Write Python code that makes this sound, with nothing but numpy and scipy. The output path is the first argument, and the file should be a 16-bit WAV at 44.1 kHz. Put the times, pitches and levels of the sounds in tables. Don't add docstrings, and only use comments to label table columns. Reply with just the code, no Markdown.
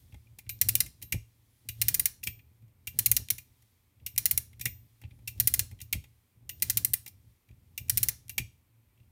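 import sys
import numpy as np
from scipy import signal
from scipy.io import wavfile

SR = 44100
rng = np.random.default_rng(int(sys.argv[2]) if len(sys.argv) > 2 else 0)


def put_to_file(sound):
    columns = np.atleast_2d(sound).T
    safe = np.clip(columns, -1, 1)
    whole_steps = np.round(safe * 32767)
    wavfile.write(sys.argv[1], SR, whole_steps.astype(np.int16))


N = 401751


def gain_of(db):
    return 10 ** (np.asarray(db) / 20)


def evened(x):
    return x / np.sqrt(np.mean(x ** 2) + 1e-20)


def read(points, at):
    x, value = np.transpose(points)
    return np.interp(at, x, value)


def high_pass(x, hz):
    return signal.sosfilt(signal.butter(4, hz, "high", fs=SR, output="sos"), x)


def colour(x, points):
    hz = abs(np.fft.fftfreq(8192, 1 / SR))
    log_points = [(np.log(f), db) for f, db in points]
    level_db = np.maximum(read(log_points, np.log(hz + 1)), -100)
    log_gain = np.log(gain_of(level_db))
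    taps = np.fft.ifft(np.exp(np.conj(signal.hilbert(log_gain)))).real[:4096]
    return signal.oaconvolve(x, taps / np.linalg.norm(taps))[:len(x)]


def body(modes, seconds):
    t = np.arange(round(seconds * SR)) / SR
    ring = np.zeros(len(t))
    for hz, width, db in modes:
        decay = np.sqrt(width) * np.exp(-np.pi * width * t)
        ring += gain_of(db) * decay * np.sin(2 * np.pi * hz * t)
    return ring / np.linalg.norm(ring)


def struck(s, db, sound):
    train = np.zeros(N)
    np.add.at(train, np.round(np.asarray(s) * SR).astype(int), gain_of(db))
    return signal.oaconvolve(train, sound)[:N]


def swells(start, end, db, rise, fall):
    t = np.arange(0, N / SR + .002, .001)[:, None]
    climb = rise * np.maximum(start - t, 0)
    sink = fall * np.maximum(t - end, 0)
    gain = gain_of(db - climb - sink).sum(axis=1)
    return np.interp(np.arange(N) / SR, t[:, 0], gain)


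# frequency in Hz, relative level in dB per Hz.
AIR_SPECTRUM = [(15, -30), (25, 5), (120, -13), (236, -7.5), (624, -19.5), (988, -17.5), (1650, -23.5),
                (2350, -17), (5000, -40), (9320, -26), (10400, -32), (13200, -18.5), (16000, -29)]
AIR_DB = -74.5


def air():
    return gain_of(AIR_DB) * evened(colour(rng.standard_normal(N), AIR_SPECTRUM))


# time in seconds, table top level in dB, hiss level in dB.
RESTING = [(0.0, -59, -69.5), (0.42, -64, -77), (0.5, -56, -74.5), (1.25, -63, -74), (1.42, -68, -75),
           (1.62, -67, -73), (2.35, -56, -82), (2.57, -67, -77), (2.66, -62.5, -82.5), (3.43, -60, -73.5),
           (3.68, -72.5, -73.5), (3.93, -67.5, -79.5), (4.05, -61, -80.5), (4.76, -55.5, -75),
           (4.98, -71, -74), (5.08, -56, -76), (6.08, -61, -74.5), (6.3, -76, -78), (6.45, -55, -82),
           (7.3, -61.5, -75), (7.45, -78.5, -79), (7.56, -60, -78), (8.5, -58, -75.5), (8.66, -70.5, -80.5),
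           (9.11, -61, -79.5)]
# time in seconds, table top level in dB.
JOLTS = [(0.05, -56), (0.153, -46.5), (0.329, -55), (1.04, -47), (1.149, -28.5), (1.669, -52.5),
         (2.28, -38), (2.639, -54.5), (3.32, -43.5), (4.029, -50.5), (4.339, -47), (4.668, -37),
         (5.048, -44), (5.732, -42), (5.955, -30), (6.37, -60), (6.799, -50.5), (7.28, -62.5),
         (7.512, -46.5), (7.81, -47.5), (8.3, -57.5), (8.401, -34)]
# start in seconds, end in seconds, table top level in dB,
# hiss level in dB.
TURNS = [(0.651, 0.856, -45, -56.5), (1.818, 2.023, -43.5, -52.5), (2.97, 3.213, -43, -56.5),
         (4.18, 4.391, -49, -59.5), (5.397, 5.626, -43, -57.5), (6.629, 6.902, -48, -54.5),
         (7.918, 8.088, -43, -54)]
# frequency in Hz, width in Hz, relative level in dB.
TABLE_TOP = [(50, 11, -17.5), (86.7, 22, 11.5), (112.45, 3.5, 11.5), (188, 17, -29.5)]
# frequency in Hz, width in Hz, relative level in dB.
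CHASSIS = [(255, 120, -2.5), (383, 300, -10), (600, 230, -8), (830, 48, -2.5)]
# frequency in Hz, relative level in dB per Hz.
HISS_SPECTRUM = [(710, -44), (1200, -12.5), (2060, 0), (2480, -13.5), (3180, 1.5), (7170, -2.5),
                 (9930, -0.5), (16000, -1.5)]
LOAD_RISE, LOAD_FALL = 270, 300
JOLT_RISE, JOLT_FALL, JOLT_CREAK_FALL = 820, 400, 1800
HISS_LAG_S, HISS_HOLD_S = .04, .06
HISS_RISE, HISS_FALL = 200, 140
TURN_CREAK_DB, JOLT_CREAK_DB, REST_CREAK_DB = -20, -16, -15
SLIPS_PER_S, SLIP_SAMPLES = 380, 85
SLIP_SPREAD_DB = 2.5


def hand():
    start, end, load_db, turn_hiss_db = np.transpose(TURNS)
    jolt_s, jolt_db = np.transpose(JOLTS)
    rest_s, rest_db, rest_hiss_db = np.transpose(RESTING)
    t = np.arange(N) / SR
    rest = gain_of(np.interp(t, rest_s, rest_db))
    rest_hiss = gain_of(np.interp(t, rest_s, rest_hiss_db))

    turning = swells(start, end, load_db, LOAD_RISE, LOAD_FALL)
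    table_gain = rest + turning + swells(jolt_s, jolt_s, jolt_db, JOLT_RISE, JOLT_FALL)
    creak_gain = gain_of(REST_CREAK_DB) * rest + gain_of(TURN_CREAK_DB) * turning
    creak_gain += swells(jolt_s, jolt_s, jolt_db + JOLT_CREAK_DB, JOLT_RISE, JOLT_CREAK_FALL)
    hiss_start = start + HISS_LAG_S
    hiss_gain = rest_hiss + swells(hiss_start, hiss_start + HISS_HOLD_S, turn_hiss_db, HISS_RISE, HISS_FALL)

    shake = evened(signal.oaconvolve(rng.standard_normal(N), body(TABLE_TOP, .25))[:N])
    slips = rng.standard_normal(N) * (rng.random(N) < SLIPS_PER_S / SR)
    slips *= gain_of(SLIP_SPREAD_DB * rng.exponential(1, N))
    creak_answer = np.convolve(body(CHASSIS, .06), np.hanning(SLIP_SAMPLES))
    creak = evened(signal.oaconvolve(slips, creak_answer)[:N])
    hiss = evened(colour(rng.standard_normal(N), HISS_SPECTRUM))
    return table_gain * shake + creak_gain * creak + hiss_gain * hiss


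# start in seconds, top mode level in dB,
# lower modes in dB against the top mode, top mode t60 in seconds.
KEY_RINGS = [(0, -69, -3, 0.28), (0.498, -38.5, -1, 0.23), (1.031, -56.5, 5.5, 0.49),
             (1.694, -48.5, 2.5, 0.26), (2.243, -41, -17, .25), (2.278, -42.5, -14, 0.32),
             (2.878, -43, -1.5, 0.19), (3.39, -57, -2, 0.31), (4.069, -47.5, -4.5, 0.32),
             (4.613, -43, -4.5, 0.24), (4.665, -38.5, -18, 0.36), (5.286, -45.5, -5.5, 0.21),
             (5.818, -50, -15, 0.18), (6.5, -43, -26, 0.27), (7.082, -64, 5, 0.28), (7.784, -46, -18, 0.26),
             (8.299, -48.5, -8, 0.33)]
# frequency in Hz, further level in dB, t60 as a share of the top mode's.
KEY_LOWER_MODES = [ (12828, 2, .55), (11036, -16, .4), (3928, -12, .5), (2790, -16, .6)]
KEY_TOP_HZ = 13797


def key():
    out, t = np.zeros(N + SR), np.arange(SR // 2) / SR
    for s, top_db, lower_db, top_t60 in KEY_RINGS:
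        modes = [(KEY_TOP_HZ, top_db, top_t60)]
        modes += [(hz, top_db + lower_db + db, top_t60 * share) for hz, db, share in KEY_LOWER_MODES]
        ring = sum(gain_of(db - 60 * t / t60) * np.sin(2 * np.pi * hz * t) for hz, db, t60 in modes)
        out[round(s * SR):][:len(t)] += ring * np.tanh(t / 0.0018)
    return out[:N]


# frequency in Hz, relative level in dB per Hz.
SNAP_SPECTRUM = [(4120, -33), (7000, -13), (7480, -15), (8910, -1), (9600, 1), (10800, -2.5), (12400, 5),
                 (13700, -5.5), (14900, 7), (16100, -9.5), (17000, -39.5)]
# frequency in Hz, relative level in dB per Hz.
GEAR_SPECTRUM = [(1940, -29), (3300, -3.5), (3590, -7), (3960, -2.5), (4200, 1), (4730, -4.5), (5460, 2.5),
                 (6010, -2), (6870, -1), (7350, -6), (8000, -5.5), (10400, -22.5), (17600, -120)]
SMALL_HZ = 1906


def rattle(rows, shapes, frame, free_width, free_db):
    snap_drive, gear_drive, plates = np.zeros(N + 4000), np.zeros(N + 4000), np.zeros(N + 12000)
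    bursts = shapes * rng.standard_normal(shapes.shape) * gain_of(2 * rng.standard_normal(shapes.shape))
    bursts *= (np.linalg.norm(shapes, axis=1) / np.linalg.norm(bursts, axis=1))[:, None]
    for (s, db, plates_db, gears_db, free_hz), burst in zip(rows, bursts):
        at = round(s * SR)
        snap_drive[at:at + len(burst)] += gain_of(db) * burst
        gear_drive[at:at + len(burst)] += gain_of(db + gears_db) * burst
        free_plate = (free_hz, free_width, free_db)
        ring = signal.oaconvolve(burst, body(frame + [free_plate], .15))
        late = at + round(0.001202 * SR)
        plates[late:late + len(ring)] += gain_of(db + plates_db) * ring
    sound = colour(snap_drive[:N], SNAP_SPECTRUM) + colour(gear_drive[:N], GEAR_SPECTRUM) + plates[:N]
    return high_pass(sound, SMALL_HZ) + gain_of(-16.0) * sound


# start in seconds, tick drive in dB, side plates in dB above
# the tick, free plate in Hz, table thump peak in dB, chassis knock peak in dB.
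KNOCKS = [(0.1221, -62, 11, 2300, -41.5, -59), (0.1415, -57.5, 13, 2180, -62, -47),
          (0.2675, -71.5, 13, 2350, -67.5, -80), (0.386, -39, -2, 2260, -57.5, -49),
          (0.4628, -69, 19.5, 2230, -40, -74), (0.492, -26.5, -4, 2410, -44.5, -64),
          (0.861, -38, -2, 2090, -45, -67.5), (1.0157, -49.5, 6.5, 2130, -72, -59),
          (1.0236, -32, -6.5, 2150, -64, -80.5), (1.1221, -20, 1.5, 2330, -44, -48),
          (1.6873, -26.5, -1.5, 2720, -35, -68.5), (2.23, -44, 10, 2630, -59, -77),
          (2.2364, -28.5, -52, 2235, -52, -71), (2.2656, -40, -8, 2170, -58, -53),
          (2.2703, -23.5, 1.5, 2580, -36, -49), (2.3898, -66, 19.5, 2390, -74, -73),
          (2.62, -70, 3, 2344, -50, -75.5), (2.6787, -69.5, 5, 2340, -61.5, -75),
          (2.871, -27, -1.5, 2730, -38, -48), (3.3815, -34.5, -1.5, 2390, -50.5, -59),
          (3.6214, -58.5, -3, 1904, -79, -68), (3.997, -79, 21.5, 2380, -68.5, -76),
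          (4.0625, -25.5, -5, 2740, -48, -61), (4.5294, -58, 7.5, 2100, -57, -65),
          (4.595, -42, -1, 2120, -37, -63), (4.6105, -28, -3.5, 2470, -60, -55),
          (4.6546, -19.5, 1.5, 2220, -36, -42), (5.0148, -52.5, 7, 2016, -58, -55),
          (5.035, -68.5, 24, 2710, -58, -47), (5.0487, -73, 21.5, 2480, -62, -55),
          (5.1065, -68.5, 20.5, 2350, -45.5, -75.5), (5.188, -68, 8, 2260, -44, -58),
          (5.2742, -32, 3.5, 2670, -62, -74), (5.278, -27.5, -9.5, 2760, -40.5, -60),
          (5.711, -50.5, 4.5, 2130, -53, -53), (5.7872, -62.5, 14, 3030, -52, -79),
          (5.8023, -45.5, 5, 2580, -63, -66), (5.8142, -34, -10, 2780, -39, -75),
          (5.9265, -18.5, 0, 2270, -37.5, -37.5), (6.039, -54, 11, 2170, -51, -54.5),
          (6.492, -28.5, 0, 2690, -56, -64), (7.061, -38, 3.5, 2420, -70, -51),
          (7.077, -36.5, -10, 2365, -70, -52), (7.486, -66, 11, 2400, -62.5, -69.5),
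          (7.5094, -69.5, 11, 2436, -93, -78), (7.7767, -27, -1, 2720, -44.5, -57),
          (8.294, -30.5, -2.5, 2790, -58.5, -75), (8.3796, -19.5, 5, 2440, -63.5, -34.5),
          (8.974, -78, 14, 2740, -59, -77.5), (8.9978, -75, 15, 2735, -50, -68),
          (9.029, -81, 11, 2670, -67, -82)]
# frequency in Hz, width in Hz, relative level in dB.
PLATES = [(2040, 83, -16), (2120, 72, -6.5), (2080, 57, -5), (2416, 67, 4.5), (2650, 300, 2.5),
          (3220, 110, -0.5)]
# frequency in Hz, width in Hz, relative level in dB.
BRACKETS = [(2175, 30, -12.5), (2360, 26, -7.5), (3930, 45, -12)]
FREE_PLATE_DB = 10
KNOCK_MS = 3.7
KNOCK_GEARS_DB = -5.5
GEARS_WITH_PLATES = 0.13


def knocks():
    ms = np.arange(2000) * 1000 / SR
    u = ms / KNOCK_MS
    swell = 1.453 * u ** .8 * np.exp(-1.6 * u)
    chatter = 0.18 * np.exp(-ms / 13.0) * np.tanh(u)
    ticks = []
    for s, db, plates_db, free_hz, _, _ in KNOCKS:
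        gears_db = KNOCK_GEARS_DB + GEARS_WITH_PLATES * max(plates_db, 0)
        ticks.append((s, db, plates_db, gears_db, free_hz))
    shapes = np.tile(swell + chatter, (len(ticks), 1))
    contact = rattle(np.array(ticks), shapes, PLATES + BRACKETS, 210.0, FREE_PLATE_DB)

    thump = signal.oaconvolve(body(TABLE_TOP, .25), signal.windows.hann(90))
    knock = signal.oaconvolve(body(CHASSIS, .06), signal.windows.hann(24))
    s, thump_db, knock_db = np.array(KNOCKS)[:, [0, 4, 5]].T
    return (contact + struck(s + 0.0068, thump_db, thump / abs(thump).max())
            + struck(s + 0.0022, knock_db, knock / abs(knock).max()))


# start in seconds, relative drive of the snap in dB, frame in dB against the
# snap, free plate in Hz, bounce as a share of the snap, bounce peak in ms after the start.
PAWL = [(0.613, -5.5, -10.5, 2090, 0.24, 5.1), (0.6861, -7.5, -11.5, 2500, 0.5, 5),
        (0.7526, -7, -14.5, 2780, 0.34, 0.97), (0.8029, -8, -8.5, 2010, 0.4, 3.2),
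        (1.8146, -7.5, -10, 2230, 0.25, 5.8), (1.8825, -5.5, -12, 2000, 0.27, 4.9),
        (1.942, -9, -12.5, 2070, 0.55, 4.5), (1.9948, -9.5, -15, 2050, 0.6, 3.4),
        (2.0554, -5, -12, 2180, 0.15, 3.3), (2.9881, -6.5, -12.5, 2030, 0.38, 5.2),
        (3.0591, -7.5, -14, 2230, 0.68, 4), (3.1144, -9, -14.5, 2070, 0.85, 1.9),
        (3.1649, -10, -8.5, 2030, 0.51, 4.2), (3.302, -8.5, -11, 2200, 0.37, 4.6),
        (4.1777, -7, -11.5, 2250, 0.27, 5.4), (4.2554, -6.5, -10.5, 2050, 0.27, 5.4),
        (4.31, -6.5, -17, 2060, 0.29, 3.8), (4.375, -13, -14, 2150, 1, 2.54),
        (5.3989, -7.5, -12, 1880, 0.45, 4.8), (5.4726, -5.5, -12.5, 2020, 0.3, 4.6),
        (5.5381, -6, -12.5, 2000, 0.25, 4.6), (5.5923, -9, -8, 2000, 0.26, 4.4),
        (6.6217, -7.5, -10, 2140, 0.27, 5.3), (6.6978, -9, -10, 2030, 0.37, 5),
        (6.771, -5.5, -12.5, 2320, 0.19, 3.5), (6.8464, -12.5, -14, 2030, 1, 2.76),
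        (6.9339, -9, -14.5, 2150, 0.6, 4.6), (7.895, -9.5, -11.5, 1880, 0.7, 3.8),
        (7.9725, -8, -13, 2340, 0.51, 5.8), (8.0293, -6, -15, 2110, 0.28, 5.2),
        (8.085, -7.5, -12, 1950, 0.2, 5.1)]
# start in seconds, drive in dB.
SMALL_TICKS = [(0.589, -54), (3.285, -34.5), (4.161, -36), (5.378, -54.5), (6.599, -49), (7.883, -45.5),
               (8.281, -45)]
# frequency in Hz, width in Hz, relative level in dB.
WHEEL = [(1780, 120, -4), (4350, 300, 0), (4850, 300, -3), (5450, 350, 3)]
PAWL_GEARS_DB = 2
TOOTH_PLATE_WIDTH, TOOTH_PLATE_DB = 260., 13.


def pawl():
    rows, ms = np.array(PAWL), np.arange(2000) * 1000 / SR
    after_snap = ms - 1.2
    snap = np.exp(np.where(after_snap < 0, -(after_snap / 0.088) ** 2, -after_snap / 0.72))
    after_bounce = ms - rows[:, 5:6]
    bounce = np.exp(np.where(after_bounce < 0, -(after_bounce / 1.1) ** 2, -after_bounce / 3.4))
    settle = 0.22 * np.exp(-ms / 7.9) * np.tanh(ms)
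    tooth_shapes = .5 * (snap + rows[:, 4:5] * bounce + settle)
    teeth = [(s, db, frame_db, frame_db + PAWL_GEARS_DB, hz) for s, db, frame_db, hz, _, _ in PAWL]
    ticks = [(s, db, 0., -4., 2400.) for s, db in SMALL_TICKS]
    tick_shapes = np.tile(snap, (len(ticks), 1))
    return (rattle(np.array(teeth), tooth_shapes, PLATES + WHEEL, TOOTH_PLATE_WIDTH, TOOTH_PLATE_DB)
            + rattle(np.array(ticks), tick_shapes, PLATES, 200., 3.))


SIZZLE_DB, SIZZLE_FALL = -42.5, 253


def sizzle():
    s, snap_db = np.array(PAWL)[:, :2].T
    t = np.arange(SR // 3) / SR
    envelope = struck(s, snap_db + SIZZLE_DB, gain_of(-SIZZLE_FALL * t) * np.tanh(t / .004))
    buzz = rng.standard_normal(N) * gain_of(2.7 * rng.standard_normal(N))
    return envelope * evened(signal.oaconvolve(buzz, body(WHEEL, .05))[:N])


# time in seconds, pitch in Hz, RMS level in dB.
WHISTLES = [
    [(1.49, 9600, -84), (1.54, 10140, -80), (1.6, 9730, -82), (1.64, 9990, -85)],
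    [(5.12, 9585, -84), (5.15, 9850, -81), (5.195, 9560, -84)],
]


def whistles():
    out = np.zeros(N)
    for rows in WHISTLES:
        s, hz, db = np.transpose(rows)
        t = np.arange(s[0], s[-1], 1 / SR)
        phase = 2 * np.pi * np.cumsum(np.interp(t, s, hz)) / SR
        tone = np.sqrt(2) * gain_of(np.interp(t, s, db)) * np.sin(phase)
        out[round(s[0] * SR):][:len(t)] += tone * signal.windows.tukey(len(t), .2)
    return out


# frequency in Hz, t60 in seconds.
ROOM_T60 = [(1000, 0.16), (2500, 0.29), (6000, 0.31), (14000, 0.2)]


def room(x):
    taps = np.zeros(SR // 2)
    at = np.arange(200, len(taps) - 20, 20)
    taps[at + rng.integers(0, 20, len(at))] = rng.choice([-1., 1.], len(at))
    hz, t, bands = signal.stft(taps, SR, nperseg=256)
    decay = gain_of(-60 * t / read(ROOM_T60, hz)[:, None])
    tail = signal.istft(bands * decay, SR, nperseg=256)[1]
    return signal.oaconvolve(x, tail / np.linalg.norm(tail))[:N]


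def scene():
    motor = pawl() + sizzle() + knocks() + key()
    return (motor + gain_of(-18.0) * room(motor) + hand() + whistles() + air())[None]


RUMBLE_HZ, EDGE_HZ = 45, 16000


def record(dry):
    band_limit = signal.firwin(63, EDGE_HZ, window=("kaiser", 9), fs=SR)
    return signal.oaconvolve(high_pass(dry, RUMBLE_HZ), band_limit[None], "same")


dry = scene()
out = record(dry)
put_to_file(out)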